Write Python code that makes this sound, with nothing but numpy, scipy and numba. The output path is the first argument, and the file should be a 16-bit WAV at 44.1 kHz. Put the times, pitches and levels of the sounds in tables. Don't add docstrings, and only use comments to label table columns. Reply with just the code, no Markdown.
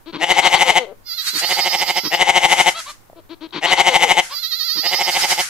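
import sys
import numpy as np
from scipy import signal
from scipy.fft import rfft, irfft
from scipy.io import wavfile
from scipy.ndimage import uniform_filter1d
from numba import njit

SR = 44100
rng = np.random.default_rng(int(sys.argv[2]) if len(sys.argv) > 2 else 0)


def put_to_file(sound):
    columns = np.atleast_2d(sound).T
    safe = np.clip(columns, -1, 1)
    whole_steps = np.round(safe * 32767)
    wavfile.write(sys.argv[1], SR, whole_steps.astype(np.int16))


N = 242265


def undb(db):
    return 10 ** (np.asarray(db) / 20)


def unit(x):
    return x / np.sqrt(np.mean(x ** 2))


def lowpass(x, hz, order):
    return signal.sosfilt(signal.butter(order, hz, fs=SR, output="sos"), x)


def colour(hz, points):
    f, db = np.transpose(points)
    return undb(np.interp(np.log(np.maximum(hz, 1)), np.log(f), db))


def noise(count, points):
    hz = np.arange(count // 2 + 1) * SR / count
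    band_hz = .23 * hz + 1
    white = rfft(rng.standard_normal(count))
    return irfft(white * colour(hz, points) * np.sqrt(SR / 2 / band_hz), count)


def resonate(x, modes):
    out = 0
    for k, (hz, width, db) in enumerate(modes):
        r = np.exp(-np.pi * width / SR)
        poles = [1, -2 * r * np.cos(2 * np.pi * hz / SR), r * r]
        out = out + (-1) ** k * undb(db) * signal.lfilter([1 - r, 0, r - 1], poles, x)
    return out


def add(out, x, start, left_db, right_db):
    for ch, db in enumerate((left_db, right_db)):
        i = int(start * SR) + 1 - ch
        y = np.atleast_2d(x)[ch % np.ndim(x), :N - i]
        out[ch, i:i + len(y)] += y * undb(db)


def outdoors(x, t60=.23, scatter_db=-14.5):
    t = np.arange(int(t60 * SR)) / SR
    response = rng.standard_normal((2, len(t))) * 1000. ** (-t / t60) * (t > .004)
    response *= undb(scatter_db) / np.sqrt(np.sum(response ** 2, axis=1, keepdims=True))
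    response[:, 0] = 1
    return signal.fftconvolve(x[None], response, axes=1)


def ports(x, points):
    hz = np.arange(x.shape[1] // 2 + 1) * SR / x.shape[1]
    f, db, lead = np.transpose(points)
    db, lead = (np.interp(np.log(hz + 1), np.log(f), c) for c in (db, lead))
    return irfft(rfft(x) * undb(np.outer([1, -1], db) / 2) * np.exp(np.outer([0, -1j], lead)), x.shape[1])


@njit
def glottal_pulses(hz, rough, jitter, shimmer):
    pulses, phase = np.zeros(len(hz) + 1), np.empty(len(hz))
    p, cycle = 0., 0
    for i in range(len(hz)):
        step = hz[i] * (1 + rough[i] * jitter[cycle]) / SR
        p += step
        if p >= 1:
            p, cycle = p - 1, cycle + 1
            size = np.exp(rough[i] * shimmer[cycle])
            pulses[i] += size * p / step
            pulses[i + 1] += size * (1 - p / step)
        phase[i] = p
    return pulses[:-1], phase


def vocal_folds(hz, rough, jitter=.1, shimmer=.4, puff_cycles=.97):
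    chance = rng.standard_normal((len(hz) // 20 + 9, 2)).T
    pulses, phase = glottal_pulses(hz, rough, jitter * np.clip(chance[0], -2, 2), shimmer * chance[1])
    air = np.exp(-phase / puff_cycles) * rng.standard_normal(len(hz))
    return unit(pulses), unit(air)


def syllable(length, hz, glide, low_hz, low_db, rasp_db, rough, arch=.12):
    # (frequency [Hz], bandwidth [Hz], gain [dB])
    throat = [(942, 250, 4.5), (1580, 280, -0.5), (2290, 920, -3), (3220, 110, 7), (3850, 840, 0.5),
              (4610, 190, 1)]
    u = np.linspace(0, 1, int(length * SR))
    pitch = hz * (1 + glide * (u - .5) + arch * np.sin(np.pi * u))
    pulses, air = vocal_folds(pitch, np.full(len(u), rough))
    breath = np.sin(np.pi * u ** 1.23) ** .5
    low = resonate(pulses + rough * air, [(low_hz, 160, 0)])
    low = resonate(low, [(low_hz, 400, 0)])
    rasp = lowpass(resonate(pulses + (.25 + 2 * rough) * air, throat), 5000, order=4)
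    return breath * (undb(low_db) * unit(low) + undb(rasp_db) * unit(rasp))


def background(t):
    # (frequency [Hz], third-octave level [dB])
    spectrum = [(25, -60), (60, -74), (110, -68), (250, -65), (500, -66), (1000, -62.5), (3000, -70.5),
                (6700, -70), (9000, -68.5), (14500, -62.5)]
    # (frequency [Hz], peak level [dB])
    hum = (100, -60.5)
    floor = np.array([noise(N, spectrum) for ch in range(2)])
    return floor + undb(hum[1]) * np.sin(2 * np.pi * hum[0] * t)


def hoarse_hiss(t, rise_db_per_s=256):
    # (peak time [s], peak level [dB], decay rate [dB/s], left minus right [dB])
    bursts = [(1.288, -21, 448, .6), (1.398, -18.5, 500, 2), (1.504, -24.5, 118, 2), (1.666, -40, 250, 1),
              (1.75, -38, 900, -2), (2.45, -34, 450, -6), (2.526, -21.5, 330, -2), (2.606, -20.5, 264, 0),
              (2.69, -21.5, 292, 0), (2.798, -30, 144, 0.5), (2.902, -35, 294, 0), (4.24, -31, 117, -1),
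              (5.114, -26, 30, 1), (5.2, -18.5, 170, 2), (5.313, -16.5, 270, 1.5), (5.416, -20.5, 146, .6)]
    # (frequency [Hz], relative third-octave level [dB])
    spectrum = [(600, -40), (1500, -9), (3500, -13), (6000, -5), (8500, -8), (11500, -10), (14500, -30)]
    peak_s, peak_db, fade, pan_db = np.transpose(bursts)[:, :, None]
    swell = undb(peak_db - np.where(t < peak_s, rise_db_per_s * (peak_s - t), fade * (t - peak_s)))
    level = np.array([np.max(swell * undb(side * pan_db / 2), axis=0) for side in (1, -1)])
    hiss = np.array([unit(noise(N, spectrum)) for ch in range(2)])
    return hiss * uniform_filter1d(level, size=400)


def add_ticks(out, decay_s=.0026):
    # (time [s], level [dB], frequency [Hz], left minus right [dB])
    ticks = [(3.099, -31, 673, 1.5), (3.131, -30.5, 612, 2), (3.49, -43, 3900, -3), (3.508, -40, 3900, 13)]
    t = np.arange(900) / SR
    for start, db, hz, pan_db in ticks:
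        tick = np.sin(2 * np.pi * hz * t) * np.exp(-t / decay_s)
        add(out, tick, start, db + pan_db / 2, db - pan_db / 2)


def add_yelps(out):
    # (time [s], length [s], pitch [Hz], glide [share of pitch], low resonance [Hz],
    # low level [dB], rasp level [dB], roughness [0-1], left minus right [dB])
    yelps = [(2.74, 0.0736, 603, 0.0048, 1235, -33, -29, 0.14, .6),
             (2.855, 0.0647, 534, 0.11, 1044, -37.5, -35, 0.18, 1.2),
             (3.156, 0.051, 300.5, -0.19, 443, -42.5, -55.5, 0.26, 8.8),
             (4.294, 0.058, 505, 0.31, 1065, -38, -33, 0.17, 2.1)]
    for start, *voice, pan_db in yelps:
        add(out, outdoors(syllable(*voice)), start, pan_db / 2, -pan_db / 2)


def goat():
    # (time [s], length [s], pitch [Hz], glide [share of pitch], low resonance [Hz],
    # low level [dB], rasp level [dB], roughness [0-1])
    stutter = [(0, .058, 297, .15, 335, -30.5, -37.5, 0.16),
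               (.115, 0.068, 290.5, 0.092, 327, -29, -35.5, 0.2),
               (0.233, .078, 323, -0.18, 337, -34, -25.5, 0.68),
               (.36, 0.08, 340, 0.16, 362, -32, -16, 0.71), (.475, 0.055, 320, 0.41, 406, -34, -16.5, 0.37),
               (.59, 0.096, 221.6, -0.33, 550, -21.5, -25, 0.1),
               (.715, .087, 223.7, -.22, 480, -22.5, -39, 0.1),
               (.795, 0.074, 172.6, 0.13, 485, -33, -57, 0.2),
               (.855, 0.023, 210, 0.52, 423, -32.5, -89, 0.1)]
    out = np.zeros((2, N))
    for start, *voice in stutter:
        add(out, syllable(*voice), start, 0, 0)
    return outdoors(out[0, :SR])


def lamb(first_dip_s=.096, quaver_s=.0835, slowing_s=.00056, end_s=1.192):
    # (time [s], middle pitch [Hz], swing [Hz], level at pitch dips [dB],
    # level at pitch tops [dB], mouth resonance [Hz])
    contour = [(0.055, 695, 21, -26.5, -17, 4890), (.16, 678, 39, -17, -31, 4127),
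               (.27, 660.4, 35, -16.5, -27, 4130), (.43, 654, 35, -16.5, -19.5, 4560),
               (.62, 652.8, 38.6, -14.5, -22.5, 4810), (.74, 650, 42, -16, -21.5, 5390),
               (.87, 657, 32, -18.5, -30, 4800), (1.041, 669.5, 21, -14.5, -26.5, 5230),
               (1.13, 640, 40, -21, -30, 5100)]
    # (frequency [Hz], relative level [dB])
    spectrum = [(650, -28.5), (1300, -14.5), (1950, -12), (2600, -19), (3300, -13), (4500, -11),
                (6000, -15.5), (7500, -41.5), (9500, -49), (13500, -18.5), (14600, -50)]
    # (frequency [Hz], third-octave level [dB])
    hiss_spectrum = [(900, -86), (1500, -53), (3000, -51), (5000, -48), (7000, -37), (9000, -62),
                     (11500, -31), (13500, -23), (14500, -26), (15000, -66)]
    # (frequency [Hz], left minus right [dB], phase lead of left [rad])
    direction = [(640, 13, 2.1), (1413, 9.5, 0.8), (2400, 16, -1.25), (3800, -4.5, -1), (4494, -5, -1.18),
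                 (6500, 0, -1), (14000, 10.5, -2.1)]
    t = np.arange(int(1.2 * SR)) / SR
    times, *columns = np.transpose(contour)
    mid_hz, swing_hz, dip_db, top_db, mouth_hz = (np.interp(t, times, c) for c in columns)
    n = np.arange(-2., 16)
    dip_times = first_dip_s + quaver_s * n + slowing_s * n ** 2 / 2
    turn = 2 * np.pi * np.interp(t, dip_times, n)
    dip = np.cos(turn + .18 * (np.cos(turn) - 1))
    wobble_hz = 2.7 * unit(uniform_filter1d(rng.standard_normal(len(t)), size=90))
    pitch = mid_hz - swing_hz * dip + wobble_hz
    k = np.arange(1, 23)[:, None]
    mouth = 1 + 4.6 / (1 + ((k * pitch - mouth_hz) / 400.) ** 2)
    gain = colour(k * pitch, spectrum) * mouth
    gain /= np.sqrt(np.sum(gain ** 2, axis=0) / 2)
    gain *= 1 + .25 * unit(uniform_filter1d(rng.standard_normal(gain.shape), size=150, axis=1))
    voice = np.sum(gain * np.sin(k * np.cumsum(pitch) * 2 * np.pi / SR), axis=0)
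    level = undb(top_db + (dip_db - top_db) * (1 + dip) / 2)
    hiss = np.array([noise(len(t), hiss_spectrum) for ch in range(2)]) * (level / level.max()) ** .37
    gate = np.clip(t / .09, 0, 1) ** 3 * np.clip((end_s - t) / .05, 0, 1) ** 2
    return ports(outdoors(gate * voice * level)[:, :len(t)] + gate * hiss, direction)


def ewe_breath(t, count=8, first_s=.146, period_s=.0766, rise_s=.015, fall_s=.007, sag=.06):
    k = np.arange(count)
    first, last = k == 0, k == k[-1]
    peak_s = first_s + period_s * k + .003 * last
    since = t - peak_s[:, None]
    throbs = np.exp(-.5 * (since / np.where(since < 0, rise_s, fall_s)) ** 2)
    push = undb(np.where(first, -8.5, -5)) @ throbs
    lull_s = np.r_[peak_s[0] - .04, peak_s + .025, peak_s[-1] + .05]
    lull_db = np.r_[-60, np.where(last, -33, -17.5 + .38 * k), -80]
    lull = undb(np.interp(t, lull_s, lull_db))
    slack = 1 - throbs.max(0)
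    pitch = np.interp(t, peak_s, np.where(first, 184.44, 184.96)) * (1 - sag * slack)
    rough = .1 + .3 * slack
    return push, lull, pitch, rough


def ewe(thud_hz=32.3, thud_db=-38):
    # (frequency [Hz], bandwidth [Hz], gain [dB])
    throat = [(55, 77, -23), (377, 333, -13), (820.3, 50.5, 6.5), (2093, 92, 2.5), (3060, 197, -2),
              (3940, 510, -11)]
    # (frequency [Hz], bandwidth [Hz], gain [dB])
    rasp = [(3314, 483, -10.5), (6240, 950, -17.5), (7570, 1270, -20.5), (11900, 7600, -35.5)]
    # (time [s], length [s], pitch [Hz], glide [share of pitch], low resonance [Hz],
    # low level [dB], rasp level [dB], roughness [0-1])
    grunt = (.03, .054, 148.5, -0.44, 244.5, -25, -26.5, 0.7)
    # (frequency [Hz], left minus right [dB], phase lead of left [rad])
    direction = [(110, -2.5, .3), (380, -2.5, 0.84), (700, 2.5, -0.32), (1300, 2.3, -0.28),
                 (2400, -1.5, -0.28), (4400, -6, -0.88), (8070, -7, 0.0059)]
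    samples = np.arange(int(.8 * SR))
    t = samples / SR
    push, lull, pitch, rough = ewe_breath(t)
    pulses, air = vocal_folds(pitch, rough)
    steady_rms = np.sqrt(np.mean(resonate(pulses, throat) ** 2))
    source = push * (pulses + .5 * air) + lull * (.44 * pulses + .47 * air)
    voice = lowpass(resonate(source, throat), 5000, order=2)
    voice += resonate((push + lull) * (air + .37 * pulses), rasp)
    warped = samples + SR * .0044 * np.exp(-np.maximum(t - .11, 0) / .035)
    call = np.array([np.interp(warped, samples, voice) / steady_rms] * 2)
    add(call, syllable(*grunt[1:]), grunt[0], 0, 0)
    thud = lowpass(rng.standard_normal((2, len(t))), thud_hz, order=2)
    call = ports(outdoors(call[0]), direction)
    add(call, unit(thud) * (push + lull), 0, thud_db, thud_db)
    return call


def scene(duck_db=-23):
    # (time [s], left gain [dB], right gain [dB])
    ewe_calls = [(0.094, -1, -8.5), (1.298, -12, -10.5), (2.0, -1, -8), (3.509, -1, -8),
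                 (4.718, -11.5, -11)]
    lamb_calls = [(1.017, -13, -2.5), (4.268, -13.5, -1.36)]
    goat_calls = [(.056, 0.014, -11), (3.29, 0.0022, -10)]
    t = np.arange(N) / SR
    out = hoarse_hiss(t)
    for sound, calls in ((ewe(), ewe_calls), (lamb(), lamb_calls), (goat(), goat_calls)):
        for call in calls:
            add(out, sound, *call)
    add_yelps(out)
    add_ticks(out)
    running_rms = np.sqrt(uniform_filter1d(np.mean(out ** 2, axis=0), size=4000).clip(0))
    return out + background(t) / (1 + running_rms / undb(duck_db))


def record(dry, ceiling=1.05, top_hz=15500):
    clipped = np.clip(dry, -ceiling, ceiling)
    return signal.sosfilt(signal.ellip(8, .2, 70, top_hz, fs=SR, output="sos"), clipped)


dry = scene()
out = record(dry)
put_to_file(out)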